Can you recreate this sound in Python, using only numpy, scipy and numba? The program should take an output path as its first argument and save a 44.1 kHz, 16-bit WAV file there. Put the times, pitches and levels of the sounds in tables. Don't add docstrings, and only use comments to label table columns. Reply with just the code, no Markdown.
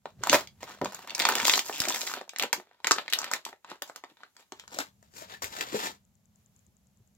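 import sys
import numpy as np
from scipy import signal
from scipy.fft import rfft, irfft, next_fast_len
from scipy.io import wavfile
from scipy.ndimage import map_coordinates
from numba import njit

SR = 44100
rng = np.random.default_rng(int(sys.argv[2]) if len(sys.argv) > 2 else 0)


def to_wav(sig):
    pcm = np.clip(np.atleast_2d(sig), -1, 1) * 32767
    pcm = np.round(pcm).astype(np.int16)
    wavfile.write(sys.argv[1], SR, pcm.T)


N = 316197
TIME = np.arange(N) / SR

# start in seconds, nominal level in dB, ring in Hz,
# crack and fizz in dB against that level.
DENT_SNAPS = [(0.056, -24, 658.5, -32.5, -39), (0.236, -16.5, 1257, -12, -24.5),
              (0.271, -17, 903, -16, -19.5), (0.296, -8.5, 3576, -10.5, -24.5),
              (0.3295, -3, 1300, -17.5, -25.5), (0.343, -6, 1904, -18, -25.5), (0.473, -33, 3430, -14, -23),
              (0.630, -25.5, 690, -15, -35), (0.677, -34, 1200, -37, -37), (0.700, -34, 953, -30, -39),
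              (0.815, -21.5, 700, -23, -27), (0.846, -22.5, 1630, -12.5, -20.5),
              (0.857, -18, 970, -24, -39), (0.922, -32, 932, -16, -15), (.932, -33.5, 900, -19, -25),
              (0.946, -33, 958.6, -4.5, -9), (0.991, -33.5, 985, -19, -17.5),
              (1.074, -30.5, 1080, -15.5, -19.5), (1.096, -24.5, 3000, -22.5, -41.5),
              (1.105, -24.5, 3290, -18.5, -22.5), (1.149, -22.5, 4370, -3.5, -12.5),
              (1.18, -25.5, 1560, -13, -13.5), (1.1933, -19, 2490, -13.5, -11.5),
              (1.199, -9, 4020, -21.5, -19.5), (1.205, -16, 2000, -19, -31.5),
              (1.2197, -16.5, 4060, -14, -22), (1.252, -10.5, 3685, -16, -30),
              (1.2524, -10, 1180, -15, -33), (1.288, -9, 1362, -17, -11), (1.299, -17, 994, -19, -19.5),
              (1.323, -19, 1060, -15, -31.5), (1.353, -15, 2760, -10, -12),
              (1.3835, -19, 2116, -11.5, -25.5), (1.4, -12.5, 2260, -19, -31.5),
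              (1.418, -18.5, 2700, -19.5, -28), (1.429, -22.5, 1101, -14, -19),
              (1.452, -12.5, 3890, -11.5, -20.5), (1.471, -13.5, 3000, -8.5, -10.5),
              (1.4805, -10, 1093, -9.5, -27), (1.496, -4, 3285, -20, -29.5),
              (1.537, -4.5, 2600, -24.5, -37.5), (1.577, -14.5, 1106, -13.5, -25),
              (1.592, -12, 2630, -13.5, -24.5), (1.696, -18.5, 785, -37, -34), (1.802, -18, 4000, -6.5, -7),
              (1.818, -18, 1600, -9, -19), (1.838, -18.5, 3150, -24.5, -36), (1.8533, -20, 2014, -14, -34),
              (1.8848, -22, 3010, -2, -7), (1.897, -25, 3210, -2.5, -17), (1.904, -20, 1090, -27, -28),
              (1.923, -18, 4050, -38, -22.5), (1.946, -18.5, 3470, -32, -22),
              (1.96, -19.5, 1810, -14.5, -38), (2.015, -19.5, 2830, -12, -27), (2.074, -19, 2200, -24, -42),
              (2.097, -28, 1210, -27, -35), (2.115, -24.5, 1210, -31, -40),
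              (2.138, -17.5, 1500, -20.5, -25), (2.171, -28.5, 673, -38, -41),
              (2.212, -26.5, 735, -22, -42), (2.278, -45, 678, -24, -33), (2.293, -29.5, 3200, -9, -23),
              (2.334, -39, 720, -26, -20), (2.3613, -24.5, 1920, -18.5, -35.5),
              (2.385, -32.5, 1780, -2, 0.5), (2.3967, -11, 3020, -24.5, -26),
              (2.424, -14, 2600, -13.5, -18.5), (2.435, -12.5, 1570, -19, -26.5),
              (2.529, -7.5, 2160, -16, -17.5), (2.532, -20, 890, -11, -28), (2.599, -34, 724, -26.5, -28),
              (2.671, -50.5, 800, -28.5, -32), (2.712, -47, 794, -32, -43), (2.802, -43, 1004, -30, -33.5),
              (2.845, -12, 2000, -26, -34.5), (2.87, -10.5, 2170, -12.5, -20),
              (2.878, -22, 1180, -18.5, -25.5), (2.910, -4.5, 1246, -18.5, -26),
              (2.917, -13, 1320, -2, -24), (2.984, -14.5, 1276, -29.5, -45), (3.08, -20, 2042, -30, -38),
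              (3.1, -33, 4500, -10, -17), (3.102, -34, 2550, -15.5, -20.5), (3.1256, -14, 2372, -23, -22),
              (3.134, -8, 2900, -18.5, -17), (3.154, -32, 1500, -23.5, -30),
              (3.188, -23.5, 1210, -3.5, -12), (3.216, -27.5, 1060, -9, -25),
              (3.243, -18.5, 1940, -16, -23.5), (3.314, -19, 1210, -11, -21),
              (3.3356, -11.5, 1940, -14.5, -20.5), (3.451, -26, 3500, -7, -16), (3.464, -27, 900, -29, -38),
              (3.528, -34.5, 808, -31, -45), (3.646, -34, 1150, -22.5, -37), (3.7, -43.5, 2320, -7, -19),
              (3.716, -27, 1050, -34, -37), (3.821, -21.5, 1860, -12, -12.5), (3.897, -34, 630, -17, -39),
              (3.96, -31.5, 1420, -8.5, -12), (4.038, -28.5, 916, -27.5, -36),
              (4.0446, -38, 1690, -25, -35), (4.17, -44.5, 1590, -24, -37), (4.205, -45.5, 1110, -32, -37),
              (4.234, -31.5, 1470, -30, -45), (4.366, -40.5, 1700, -11.5, -21.5),
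              (4.521, -25.5, 1072, -16.5, -30), (4.597, -31, 2480, -16, -26), (4.638, -43, 1100, -25, -35),
              (4.678, -34.5, 1410, -14, -25), (4.787, -20.5, 667, -11, -13),
              (5.027, -48.5, 640, -14.5, -19), (5.421, -25.5, 833, -30.5, -17),
              (5.443, -22, 2470, -22, -12), (5.566, -26, 1776, -23, -27), (5.586, -38, 3180, -8, -21),
              (5.6095, -15, 2160, -16.5, -22.5)]
# time of full strength in seconds,
# hold in seconds, crackle level in dB, brightness in dB.
FILM_SQUEEZES = [(0.072, 0.03, -66, -4), (0.243, 0.072, -47, -3), (0.339, 0.0025, -22, -1),
                 (0.627, 0.12, -51.5, -2.5), (0.769, 0.0025, -59, -15), (0.841, 0.2, -53.5, -4.5),
                 (1.086, 0.23, -47.5, -11), (1.209, 0.233, -36, -4.5), (1.448, 0.13, -37.5, 9.5),
                 (1.658, 0.46, -46.5, 7), (1.818, 0.13, -41, 0.5), (2.03, 0.093, -52.5, 3),
                 (2.14, 0.051, -46, -9), (2.335, 0.0032, -63, -19), (2.422, 0.016, -38.5, -12),
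                 (2.578, 0.009, -54, -2), (2.669, 0.13, -71.5, -11.5), (2.872, 0.059, -52, 1.5),
                 (2.96, 0.033, -42.5, -9), (3.04, 0.019, -54.5, -13), (3.14, 0.09, -46.5, -9),
                 (3.22, 0.06, -46.5, -13), (3.329, 0.025, -43.5, -6), (3.472, 0.027, -55.5, -3.5),
                 (3.707, 0.0066, -47, -10), (3.88, 0.0053, -57, 3), (3.968, 0.0065, -58.5, -8),
                 (4.089, 0.024, -66.5, -8.5), (4.2, 0.058, -67, -12), (4.38, 0.034, -64.5, -2.5),
                 (4.56, 0.069, -62.5, -5.5), (4.736, 0.011, -45.5, -0.5), (4.796, 0.0033, -38.5, -2),
                 (5.04, 0.022, -71.5, -0.5), (5.166, 0.05, -51, 3.5), (5.229, 0.0032, -51.5, -13),
                 (5.296, .05, -50, -4.5), (5.422, 0.029, -40.5, 1.5), (5.519, 0.11, -47, -1.5),
                 (5.604, 0.012, -39, -4.5), (5.67, 0.086, -46.5, -4.5), (5.744, 0.087, -38.5, -2),
                 (5.838, 0.031, -35.5, -2)]
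# start in seconds,
# nominal level in dB, main ring in Hz, its T60 in seconds.
TRAY_KNOCKS = [(0.168, -42, 140, 0.1), (.19, -40, 114, 0.17), (.208, -42, 397, 0.045),
               (.299, -26, 277, 0.052), (.329, -15.5, 602, 0.068), (.343, -13, 603, 0.067),
               (.814, -10.5, 490, 0.01), (0.817, -30, 565, 0.071), (.836, -23.5, 350, 0.022),
               (.855, -24.5, 613, 0.023), (0.821, -30, 220, 0.059), (0.861, -36, 199, 0.12),
               (1.431, -29.5, 232, .05), (1.803, -19.5, 139, 0.024), (1.875, -25, 660, 0.031),
               (2.408, -31.5, 706, 0.05), (2.439, -25.5, 478, 0.046), (2.558, -44, 308, 0.04),
               (2.578, -40, 358, 0.071), (2.909, -30, 130, 0.04), (3.715, -39.5, 337, 0.05),
               (3.819, -38.5, 572, 0.056), (4.115, -52.5, 312.4, 0.039), (4.521, -35, 368, 0.038),
               (4.72, -52, 544, 0.076), (4.765, -39, 576, 0.095), (4.79, -38.5, 280, 0.064),
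               (5.218, -39, 638, 0.066), (5.428, -40.5, 90, 0.11), (5.727, -31.5, 334, 0.062),
               (5.743, -20, 405, 0.093), (5.762, -26.5, 430, 0.075), (6.678, -44.5, 87.56, 0.054),
               (7, -45, 109.4, 0.087)]
# time in seconds, delay of the right port in samples, left minus right in dB.
TRAY_PLACE = [(0, 2.5, 0), (1.2, 2.43, 0), (3, 3.92, 0.5), (4.5, 4.54, 0.5), (5.1, 19.4, 5), (6, 17.3, 2),
              (6.4, 4.7, 1.5)]
# frequency in Hz, T60 in seconds before the final fade.
ROOM_DECAY = [(200, .3), (1000, 0.15), (4000, 0.13), (12000, 0.09)]
# frequency in Hz, gain in dB.
ROOM_TONE = [(100, -26.5), (400, 5), (1200, -0.5), (3500, -5), (7000, -9.5), (16000, 1)]
# frequency in Hz, gain in dB.
ECHO_SPREAD = [(300, -10.5), (1000, 0.5), (3000, 8.5), (12000, 5.5)]
# start in seconds, nominal level in dB.
OFFBEAT_TICKS = [(6.592, -60), (7.1502, -63.5)]
# time in seconds, level in dB.
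HUM_LEVEL = [(0, -76), (.2, -57.5), (1.5, -73.5), (2, -83), (2.25, -91), (3.2, -83), (4.4, -88.5),
             (4.6, -70), (5.7, -60), (5.95, -68), (7.17, -68)]
# frequency in Hz, gain in dB.
HUM_TONE = [(30, -11), (68, -2.5), (116, -5), (165, -7), (205, -2.5), (260, -17.5), (320, -27.5),
            (700, -25.5), (1500, -40.5)]
# time in seconds, level in dB.
HISS_LEVEL = [(0, -78), (1.5, -61.5), (2.7, -79.5), (4.4, -71), (6.3, -74.5), (6.4, -70), (6.5, -73),
              (6.57, -68.5), (6.7, -73.5)]
# frequency in Hz, gain in dB.
HISS_TONE = [(300, 4), (1900, -2), (5000, -4), (6300, -0.5), (7300, -1), (8300, -3.5), (9500, 2),
             (12500, 1.5), (15500, 0)]
# frequency in Hz, gain in dB.
MIC_TONE = [(6000, 1), (7300, 2.5), (9000, -6.5), (12500, -3), (16000, -7)]

# low edge in Hz, high edge in Hz, part that differs between the ports.
BODY, LOW, HIGH = (250, 800, .25), (800, 2000, .45), (2000, 4500, .8)
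CRACK, FIZZ = (4500, 8000, 1.1), (8000, 16200, .8)
FILM_T60_S = 0.024
FOLD_DB, FIZZ_DB = 5.5, 10
AFTER_SPREAD_S, AFTER_DB = 0.017, -12
RISE_DB_PER_S, FALL_DB_PER_S = 496, 356
LANDS_S, LANDING_DB_PER_S = 5.425, 4000
TRAY_FREE_S = 5.1
CREAK_START_S, CREAK_STEPS, CREAK_GAP_S, CREAK_SLOWING_S = 1.7265, 10, .0064, .00006
CREAK_HZ, CREAK_DB = 3000, -25
SQUEAK_S, SQUEAK_HZ, SQUEAK_DB, SQUEAK_T60_S = 5.344, 1750, -40, .07
ROOM_DB, TRAY_DB, TRAY_T60_S = -9, -6.5, 0.15
TICKS_FROM_S, TICK_EVERY_S, TICK_HZ, TICK_T60_S = 5.027, .1024, 7440, 0.0049
TICK_DB, TICK_LOUDEST_S, TICK_FADE_DB_PER_S = -56.5, 6.51, 16
TOP_HZ = 15900


def snaps():
    s, db, hz, crack_db, fizz_db = np.transpose(DENT_SNAPS)
    octaves = np.log2(hz / 1500)
    out = grains(s, hz, 6, db + 4.5, 0, .4)
    out = out + bursts(s, db - 28.5 - 6 * octaves, BODY, 1.3 * FILM_T60_S)
    out = out + bursts(s, db - 13.5 - 6.9 * octaves, LOW, 0.49 * FILM_T60_S)
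    out = out + bursts(s, db - 11 + 4 * octaves, HIGH, 0.43 * FILM_T60_S)
    out = out + bursts(s, db + crack_db + FOLD_DB, CRACK, .55 * FILM_T60_S)
    return out + bursts(s, db + fizz_db + FIZZ_DB, FIZZ, 0.4 * FILM_T60_S)


def aftershocks():
    s, db, hz = np.array(DENT_SNAPS).T[:3, :, None]
    late, pitch, weak = rng.random((3, len(DENT_SNAPS), 3))
    start = s + .002 + AFTER_SPREAD_S * late
    crease_hz = hz * 2 ** (1.6 * (pitch - .5))
    return grains(start, crease_hz, 5, db + AFTER_DB * (late + weak), 0, 0.34)


def handling():
    gain, treble_gain = squeezes()
    u = rng.random((9, 6000))
    s = u[0] * N / SR
    largest_db = np.where(s < TRAY_FREE_S, 16, 11)
    size_db = np.minimum(-6.5 * np.log(u[1]), largest_db)
    rub_gain = undb(np.where(TIME < TRAY_FREE_S, -10, -4))
    layers = []
    for k, edges in enumerate((BODY, LOW, HIGH, CRACK, FIZZ)):
        clicks = bursts(s, size_db + 16 * u[2 + k], edges, 0.5 * FILM_T60_S)
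        rub = band(port_noise(edges[2]), *edges[:2])
        layers.append(unit(clicks) + rub_gain * unit(rub))
    body, low, high, crack, fizz = layers
    air = unit(band(port_noise(.25), 130, 260))
    crease_hz = 600 * 2 ** (3.2 * u[7])
    pops = unit(grains(s, crease_hz, 13.0, size_db + 12 * u[8], 6 * (u[2] - u[3]), .3))
    film = undb(-5.5) * pops + undb(-7.0) * body + undb(-3.5) * low + undb(-4.0) * high
    film = film + undb(-23.0) * air
    treble = undb(-2.5) * crack + undb(-3.0) * fizz
    return undb(-1.5) * (gain * film + treble_gain * treble)


def squeezes():
    s, held, db, bright_db = np.array(FILM_SQUEEZES).T[:, :, None]
    coarse = TIME[::32]
    rise = np.where(np.abs(s - LANDS_S) < .04, LANDING_DB_PER_S, RISE_DB_PER_S)
    before, after = np.maximum(s - coarse, 0), np.maximum(coarse - s - held, 0)
    gain = undb(db - rise * before - FALL_DB_PER_S * after)
    totals = [np.sqrt(np.sum(g ** 2, axis=0)) for g in (gain, gain * undb(bright_db))]
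    return [np.interp(TIME, coarse, total) for total in totals]


def creak():
    k = np.arange(CREAK_STEPS)
    timing, level, pitch = rng.standard_normal((3, CREAK_STEPS))
    s = CREAK_START_S + CREAK_GAP_S * (k + .04 * timing) + CREAK_SLOWING_S * k ** 2
    db = CREAK_DB + 1.55 * level
    rings = grains(s, CREAK_HZ * (1 + 0.082 * pitch), 12, db, 0, 0.27)
    return rings + bursts(s, db - 11.5, CRACK, 0.32 * FILM_T60_S)


def squeak():
    hz = SQUEAK_HZ * np.array([1, 1.03])
    return grains(SQUEAK_S, hz, SQUEAK_HZ * SQUEAK_T60_S, SQUEAK_DB - np.array([0, 7]), 0, 2)


def knocks():
    s, db, hz, t60 = np.array(TRAY_KNOCKS).T[:, :, None]
    cycles = t60 * hz * [1, .8, .4]
    rings = grains(s + [0, .004, .002], hz * [1, 1.15, .52], cycles, db - [1, 5, 9], 0, 0.49)
    s, db, hz = s[:, 0], db[:, 0], hz[:, 0]
    below_300_db = 14 * np.minimum(np.log2(hz / 300), 0)
    rings = rings + bursts(s, db - 13.5 + below_300_db, BODY, .05)
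    return rings + bursts(s, db - 25.0, (110, 350, .5), 0.072)


def echoes(x, places=5):
    t = np.arange(SR // 3) / SR
    noise = rng.standard_normal((places, 3, len(t)))
    noise = noise[:, :1] + colour(noise[:, 1:], ECHO_SPREAD)
    tray = unit(noise * decay(t, TRAY_T60_S))
    hz, t60 = np.transpose(ROOM_DECAY)
    room = 0
    for k in range(len(hz)):
        share = [(f, 0 if j == k else -40) for j, f in enumerate(hz)]
        room = room + colour(noise, share) * decay(t, t60[k])
    room = unit(colour(room * np.minimum(t / 0.0025, 1), ROOM_TONE))
    fade = 1 - t / t[-1]
    response = (undb(TRAY_DB) * tray + undb(ROOM_DB) * room) * fade / np.sqrt(len(t))
    turn = np.cos(np.pi * (3.7 * TIME - np.arange(places)[:, None] / places)) ** 8
    weight = turn * 128 / 35 / places
    sent = np.sqrt(weight) * x.mean(axis=0)
    return signal.oaconvolve(sent[:, None], response, axes=2).sum(axis=0)[:, :N]


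def ticks():
    s = np.arange(TICKS_FROM_S, N / SR, TICK_EVERY_S)
    fade_db = np.minimum(TICK_FADE_DB_PER_S * np.abs(s - TICK_LOUDEST_S), 7)
    beat = np.c_[s, TICK_DB - fade_db]
    s, db = np.r_[beat, OFFBEAT_TICKS].T[:, :, None]
    hz = TICK_HZ * np.array([1, .88])
    return grains(s + [0, .0008], hz, TICK_T60_S * TICK_HZ, db + [3, -2], 19.5, 1.2)


def background():
    hum = rng.standard_normal(N) + 0.44 * rng.standard_normal((2, N))
    hum = unit(colour(hum, HUM_TONE))
    hiss = unit(colour(rng.standard_normal((2, N)), HISS_TONE))
    return undb(curves(HUM_LEVEL)[0]) * hum + undb(curves(HISS_LEVEL)[0]) * hiss


def grains(s, hz, cycles, db, pan_db, rise):
    values = np.broadcast_arrays(s, hz, cycles, db, pan_db, rise)
    s, hz, cycles, db, pan_db, rise = (np.ravel(a) * 1. for a in values)
    hz = np.clip(hz, 30, .45 * SR)
    left, right = undb(db + pan_db / 2), undb(db - pan_db / 2)
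    return ring((s * SR).astype(np.int64), hz, cycles / hz, np.abs(rise), left, right, count=N)


@njit
def ring(start, hz, t60, rise, left, right, count):
    out = np.zeros((2, count))
    for k in range(len(start)):
        step = np.exp(2j * np.pi * hz[k] / SR - np.log(1000) / (t60[k] * SR))
        closing = np.exp(-hz[k] / (rise[k] * SR))
        z, closed = 1 + 0j, 1.
        for i in range(start[k], min(count, start[k] + int(t60[k] * SR))):
            out[0, i] += left[k] * z.imag * (1 - closed)
            out[1, i] += right[k] * z.imag * (1 - closed)
            z *= step
            closed *= closing
    return out


def bursts(s, db, edges, t60):
    lo_hz, hi_hz, apart = edges
    kick = np.zeros(N)
    np.add.at(kick, np.clip(s * SR, 0, N - 1).astype(int), undb(db))
    shape = signal.lfilter(np.ones(16) / 16, [1, -decay(1 / SR, t60)], kick)
    noise = band(shape * port_noise(apart), lo_hz, hi_hz)
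    return noise * np.sqrt(SR / 2 / (hi_hz - lo_hz))


def port_noise(apart):
    return (rng.standard_normal(N) + apart * rng.standard_normal((2, N))) / np.sqrt(1 + apart ** 2)


def decay(t, t60):
    return np.exp(-np.log(1000) * t / t60)


def band(x, lo_hz, hi_hz):
    return signal.sosfilt(signal.butter(3, [lo_hz, hi_hz], "bandpass", fs=SR, output="sos"), x)


def colour(x, points):
    size = next_fast_len(x.shape[-1])
    hz, db = np.transpose(points)
    bin_hz = np.arange(size // 2 + 1) * SR / size
    gain = undb(np.interp(np.log(bin_hz + 1), np.log(hz), db))
    return irfft(rfft(x, size) * gain, size)[..., :x.shape[-1]]


def curves(table):
    s, *columns = np.transpose(table)
    return [np.interp(TIME, s, c) for c in columns]


def unit(x):
    return x / np.sqrt(np.mean(x ** 2))


def undb(db):
    return 10 ** (np.asarray(db) / 20)


def scene():
    film = band(snaps() + aftershocks(), 180, 21000)
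    film = film + handling() + creak() + squeak() + knocks()
    lag, pan_db = curves(TRAY_PLACE)
    left, right = (film + echoes(film)) * undb([pan_db / 2, -pan_db / 2])
    right = map_coordinates(right, [np.arange(N) - lag], order=3)
    return np.array([left, right]) + ticks() + background()


def record(dry):
    dry = colour(dry, MIC_TONE)
    dry = signal.sosfilt(signal.butter(2, 60, "highpass", fs=SR, output="sos"), dry)
    dry = 1.4 * np.tanh(dry / 1.4)
    return signal.sosfilt(signal.ellip(10, .2, 70, TOP_HZ, fs=SR, output="sos"), dry)


dry = scene()
out = record(dry)
to_wav(out)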